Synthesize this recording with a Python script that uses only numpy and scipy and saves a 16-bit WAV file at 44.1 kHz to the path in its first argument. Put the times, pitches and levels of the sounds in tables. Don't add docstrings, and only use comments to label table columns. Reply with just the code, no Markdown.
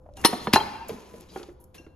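import sys
import numpy as np
from scipy import signal
from scipy.fft import rfft, irfft
from scipy.io import wavfile
from scipy.ndimage import uniform_filter1d

SR = 44100
rng = np.random.default_rng(int(sys.argv[2]) if len(sys.argv) > 2 else 0)


def nominal_scale(level):
    x = np.asarray(level, float) / 20
    return 10 ** x


def unload_audio(sound):
    columns = np.transpose(np.atleast_2d(sound))
    steps = np.round(np.clip(columns, -1, 1) * 32767)
    wavfile.write(sys.argv[1], SR, steps.astype(np.int16))


N = 85995
T = np.arange(N) / SR

# frequency in Hz, level in dB.
HUM_COLOUR = [(30, -3.5), (80, -3.5), (270, -18.5), (900, -27.5), (1500, -39.5), (2400, -67), (10600, -57),
              (14000, -60.5)]
# frequency in Hz, level in dB.
HUM_TONES = [(62, -59), (513, -65), (1005, -80)]
# time in seconds, level in dB.
RUSTLE_LEVEL = [(0, -81), (.15, -78), (0.172, -54), (.3, -46.5), (0.499, -56), (.85, -72), (0.892, -46.5),
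                (1.0, -55.5), (1.09, -57.5), (1.201, -55.5), (1.301, -62), (1.378, -48), (1.46, -58.5),
                (1.55, -75), (1.73, -84.5), (1.752, -54), (1.821, -64.5), (1.95, -86)]
# frequency in Hz, level in dB.
RUSTLE_COLOUR = [(300, 13), (900, -0.5), (2000, -8), (4000, -8.5), (6500, -11.5), (9000, -9),
                 (12500, -11.5), (14500, -32.5)]
# time in seconds, level in dB.
RUMBLE_LEVEL = [(0, -66), (.1, -51.5), (.22, -48), (.35, -62), (.56, -47), (.7, -63), (.87, -55),
                (1.05, -74), (1.6, -67), (1.95, -70)]
# start in seconds, level in dB, pitch in Hz,
# time to fall 60 dB in seconds.
KNOCKS = [(.062, -40.5, 600, 0.047), (0.089, -40.5, 602, 0.047), (.174, -42, 775, 0.15),
          (.248, -6.5, 927, 0.051), (.249, -6, 313.6, 0.04), (0.253, -8, 1295, 0.011),
          (.330, -17, 721, 0.052), (.333, -19, 238.5, 0.064), (.471, -16, 983, 0.024),
          (.474, -21, 208, 0.07), (0.4731, -19, 400, 0.063), (.482, -24, 524, 0.016),
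          (.472, -30.5, 2950, 0.025), (.478, -32, 1760, 0.031), (0.536, -8, 975, 0.017),
          (.537, -5, 232, 0.03), (0.544, -32.5, 88, .3), (.549, -20.5, 888, .06), (.552, -23.5, 323, .05),
          (0.5597, -3, 869, 0.04), (.574, -21, 862, 0.12), (.610, -21, 902, 0.0374),
          (.562, -18.5, 392.6, 0.083), (.728, -39, 855, 0.17), (.78, -41.5, 895, 0.22),
          (0.894, -25.5, 457, 0.11), (0.915, -39, 205.4, 0.18), (0.944, -40.5, 248, 0.11),
          (.258, -18.5, 1006, 0.03), (.29, -28, 392, .05), (.58, -24, 884, .09), (0.5601, -15, 1750, 0.031),
          (.606, -30, 415, 0.066), (1.362, -37.5, 1410, .05), (1.139, -44, 200, 0.074),
          (.984, -43, 397, 0.035), (1.1389, -38.5, 464, 0.078), (1.154, -45.5, 585, 0.012),
          (1.360, -30, 770, 0.058), (1.361, -31, 377, 0.11), (1.399, -38.5, 353, 0.21),
          (1.435, -44, 801, 0.054), (1.487, -39.5, 352.3, 0.16), (1.798, -42, 322, 0.054),
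          (1.866, -41.5, 320.6, 0.11)]
# start in seconds, end in seconds,
# first pitch in Hz, last pitch in Hz, level in dB.
SINGING_SLIDES = [(.17, .225, 2800, 2800, -61), (.17, .22, 1614, 1640, -63), (.27, .37, 4231, 4220, -45.5),
                  (.36, .52, 4215, 4231, -54.5), (.64, .86, 790, 930, -45), (.66, .87, 2790, 2700, -58.5),
                  (.68, .88, 2380, 2470, -59.5), (.7, .88, 1585, 1590, -61.5), (.76, 1.25, 1008, 999, -65),
                  (1.59, 1.645, 951, 961, -70.5), (.1, .165, 558, 598, -59.5)]
# start in seconds, end in seconds, first pitch in Hz,
# last pitch in Hz, level in dB.
FOOT_SCRAPES = [
    (1.27, 1.41, 3870, 4130, -68.5),
    (1.28, 1.4, 4800, 4500, -66),
    (1.33, 1.39, 3240, 3230, -63.5),
    (1.37, 1.45, 1400, 1313, -60.5),
]
# start in seconds, level in dB, centre in Hz,
# time to fall 60 dB in seconds.
CRACKS = [(.137, -60, 5000, 0.015), (0.169, -43.5, 6000, 0.03), (0.213, -45.5, 8950, 0.038),
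          (0.240, -27, 1920, 0.054), (0.248, -10.5, 3227, 0.05), (.2575, -31, 4050, 0.034),
          (0.332, -34, 1800, 0.033), (.471, -31.5, 1578, 0.026), (0.529, -22, 2470, 0.05),
          (.5338, -15, 4700, 0.019), (.884, -40, 14400, .07), (1.205, -53, 14500, .05),
          (1.744, -58.5, 14920, .02), (0.534, -10, 3200, 0.043), (0.5335, -18, 9650, 0.044),
          (0.2475, -19.5, 12350, 0.045), (0.555, -20, 4480, 0.045), (1.285, -57.5, 4445, 0.24),
          (0.883, -41.5, 9100, 0.062), (0.892, -41, 3210, 0.067), (1.138, -55.5, 2563, 0.047),
          (1.209, -42, 10040, 0.01), (1.361, -47, 1810, 0.035), (1.430, -44.5, 4500, 0.038),
          (1.489, -55.5, 1370, 0.06), (1.599, -57.5, 12250, 0.19), (1.612, -58.5, 12060, 0.023),
          (1.640, -50, 11130, 0.029), (1.743, -51.5, 2980, 0.13), (1.7432, -53, 9900, 0.14),
          (1.864, -55.5, 1445, 0.046)]
# frequency in Hz, level in dB, time to fall 60 dB in seconds.
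BOWL_A_MODES = [(1884, -10, .07), (2972, -7, .05), (3919, -6, .04), (4231, -1, .06), (5378, -8, .05),
                (6002, -9, .05), (8565, 0, .08), (9460, -10, .05), (10740, -10, .06), (10850, -10, .06),
                (11440, -13, .04), (12150, -10, .05), (13080, -14, .06), (4447, -12, .05)]
BOWL_B_MODES = [(1630, -8, .05), (2470, -10, .08), (2762, -4, .08), (4086, 1, .09), (4760, -9, .04),
                (5790, -10, .05), (7560, -9, .05), (9700, -16, .05), (10880, -7, .05), (11860, -15, .05),
                (13140, -19, .07), (3590, -12, .03)]
PLATE_MODES = [(1615, -11, .3), (2745, 0, .09), (4140, -24, .5), (5717, -2, .07)]
FOOT_MODES = [(3190, 0, .035), (2050, -8, .02)]
# start in seconds, level in dB, chatter length in seconds.
BOWL_A_CLINKS = [
    (0.17, -55.5, 0.00092),
    (0.2481, -20, 0.00034),
    (0.2529, -18.5, 0.0014),
    (0.2568, -18.5, 0.0011),
]
BOWL_B_CLINKS = [
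    (0.533, -27.5, 0.00047),
    (0.540, -21, 0.00085),
    (0.5571, -26.5, 0.0013),
    (0.568, -35.5, 0.0012),
]
PLATE_CLINKS = [
    (1.781, -49.5, 0.0012),
    (1.844, -67, .001),
    (1.865, -69.5, 0.00098),
]
FOOT_CLINKS = [
    (.5555, -23, .0005),
    (.6015, -27, .001),
]
# frequency in Hz, lead in radians.
PORT_LEAD = [(0, 0), (2400, .5), (5400, 1.44), (6900, 0.5), (7700, -2.5), (8900, -3), (10600, -7),
             (12000, -5), (13500, -9)]
# frequency in Hz, left over right in dB.
PORT_BALANCE = [(100, 0), (1200, -.5), (2200, 4), (5000, 4), (7000, 0)]
# frequency in Hz, level in dB.
PORT_SPREAD = [(60, -16), (380, -7), (1300, -1), (4400, -8.5), (6500, -16), (14000, -17.5)]


def unit(x):
    return x / np.sqrt(np.mean(x ** 2))


def colour(x, points):
    hz, db = np.array(points, float).T
    f = np.fft.rfftfreq(x.shape[-1], 1 / SR) + 1
    gain = nominal_scale(np.interp(np.log(f), np.log(hz), db))
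    return irfft(rfft(x) * gain, x.shape[-1])


def fade(t, t60):
    return np.exp(-np.log(1000) * t / max(t60, .003))


def add(out, start, x):
    i = max(int(start * SR), 0)
    out[i:i + len(x)] += x[:N - i]


def walk(rate_hz):
    k = int(SR / rate_hz)
    smooth = uniform_filter1d(rng.standard_normal(N), k)
    return unit(uniform_filter1d(smooth, k))


def band_noise(low_hz, high_hz, length):
    sos = signal.butter(2, [low_hz, high_hz], "band", fs=SR, output="sos")
    return unit(signal.sosfilt(sos, rng.standard_normal(length)))


def hum():
    tones = np.zeros(N)
    for hz, db in HUM_TONES:
        tones += nominal_scale(db + 2 * walk(7.3)) * np.sin(2 * np.pi * hz * T)
    air = colour(rng.standard_normal(N), HUM_COLOUR)
    return unit(air * nominal_scale(2.1 * walk(12.0))) * nominal_scale(-57) + tones


def rustle():
    grain_db = 3.29 * np.minimum(rng.exponential(size=N), 6)
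    grains = colour(rng.standard_normal(N) * nominal_scale(grain_db), RUSTLE_COLOUR)
    out = np.zeros(N)
    for lo in (150, 400, 1000, 2500, 6000):
        band = colour(grains, [(lo / 2, -30), (lo, 0), (lo * 2.5, 0), (lo * 5, -30)])
        out += nominal_scale(3.0 * walk(30)) * band
    s, db = np.array(RUSTLE_LEVEL).T
    return unit(out) * nominal_scale(np.interp(T, s, db) + 2)


def rumble():
    s, db = np.array(RUMBLE_LEVEL).T
    deep = signal.butter(3, 75, fs=SR, output="sos")
    low = signal.sosfilt(deep, rng.standard_normal(N))
    return unit(low) * nominal_scale(np.interp(T, s, db))


def knocks():
    roughness, neighbour_spread, onset_cycles = 0.38, .12, 0.29
    out, t = np.zeros(N), T[:SR // 4]
    for s, db, hz, t60 in KNOCKS:
        tone = np.zeros(len(t))
        for k, gain in ((0.039, 0.83), (-1.3, 0.21), (1.4, 0.19)):
            tone += gain * np.sin(2 * np.pi * hz * (1 + k * neighbour_spread) * t)
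        grit = band_noise(hz * 0.83, hz * 1.377, len(t))
        onset = 1 - np.exp(-t * hz / onset_cycles)
        add(out, s, nominal_scale(db) * (tone + roughness * grit) * fade(t, t60) * onset)
    return out


def slides(table, width_hz):
    out = np.zeros(N)
    for s, end, hz, to_hz, db in table:
        n = int((end - s) * SR)
        angle = 2 * np.pi * np.cumsum(np.linspace(hz, to_hz, n)) / SR
        edge = signal.windows.tukey(n, .25)
        band = walk(width_hz)[-n:] * np.sin(angle) + walk(width_hz)[-n:] * np.cos(angle)
        add(out, s, nominal_scale(db) * edge * band)
    return out


def cracks():
    out, t = np.zeros(N), T[:SR // 5]
    for s, db, hz, t60 in CRACKS:
        burst = band_noise(hz * max(0.51, hz / 16500), min(hz * 1.44, 16500), len(t))
        onset = 1 - np.exp(-t / (0.017 * t60))
        add(out, s, nominal_scale(db) * burst * fade(t, t60) * onset)
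    return out


def ring(modes, clinks):
    split, partner, linger_db, linger_times, flutter_db = .008, .6, -20, 5, 2.2
    out, t = np.zeros(N), T[:SR // 2]
    for s, db, chatter in clinks:
        luck = rng.standard_normal((len(modes), 4))
        sway = np.tile(walk(90), 2)
        body = np.zeros(len(t))
        for (hz, mode_db, t60), (a, b, c, d) in zip(modes, luck):
            flutter = flutter_db * sway[hz * 5:][:len(t)]
            decay = fade(t, t60) + nominal_scale(linger_db) * fade(t, linger_times * t60)
            main = np.sin(2 * np.pi * hz * t + 2 * d)
            pair = partner * np.sin(2 * np.pi * hz * (1 + split * b) * t + 2 * c)
            body += nominal_scale(mode_db + 1.6 * a + flutter) * decay * (main + pair)
        add(out, s, nominal_scale(db) * body * (1 - np.exp(-t / max(chatter, .0002))))
    return out


def scatter(x):
    t = T[:SR // 20]
    echo = rng.standard_normal(len(t)) * fade(t, .02)
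    return nominal_scale(-10.5) * signal.fftconvolve(x, echo / np.sqrt(np.sum(echo ** 2)))[:N]


def room(x):
    low_t60_s, high_t60_s, split_hz, gap_s = 0.99, 0.43, 6200, 0.0029
    t, noise = T[:SR], rng.standard_normal(SR)
    low = signal.sosfilt(signal.butter(1, split_hz, fs=SR, output="sos"), noise)
    echo = low * fade(t, low_t60_s) + (noise - low) * fade(t, high_t60_s)
    echo = echo * (1 - np.exp(-t / gap_s))
    return nominal_scale(-16.5) * signal.fftconvolve(x, echo / np.sqrt(np.sum(echo ** 2)))[:N]


def two_ports(mid, side):
    hz, rad = np.array(PORT_LEAD, float).T
    f = np.fft.rfftfreq(N, 1 / SR)
    balance = nominal_scale(np.interp(f, *np.array(PORT_BALANCE).T) / 2)
    turn = np.exp(.5j * np.interp(f, hz, rad)) * balance
    spec = rfft(mid)
    return np.array([irfft(spec * turn, N) + side, irfft(spec / turn, N) - side])


def scene():
    rings = ring(BOWL_A_MODES, BOWL_A_CLINKS) + ring(BOWL_B_MODES, BOWL_B_CLINKS)
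    rings += ring(PLATE_MODES, PLATE_CLINKS) + ring(FOOT_MODES, FOOT_CLINKS)
    body_cut = signal.butter(2, 80, "high", fs=SR, output="sos")
    dull = signal.sosfilt(body_cut, knocks()) + cracks()
    into_room = nominal_scale(-5) * rings + dull
    friction = slides(SINGING_SLIDES, 45) + slides(FOOT_SCRAPES, 410)
    mid = rings + dull + room(into_room) + rustle() + hum() + friction + rumble()
    diffuse = room(into_room) + scatter(rings + dull) + rustle() + hum() + rumble()
    return two_ports(mid, colour(diffuse, PORT_SPREAD))


def roll_off(x):
    return signal.sosfilt(signal.butter(12, 16780, fs=SR, output="sos"), x)


def record(dry):
    x = colour(dry, [(25, -5), (80, 2.5), (13500, 1), (14500, -7.0), (16400, -12), (16800, -85.0)])
    mix = np.tanh(0.93 * x) / 0.89
    return roll_off(mix)


dry = scene()
out = record(dry)
unload_audio(out)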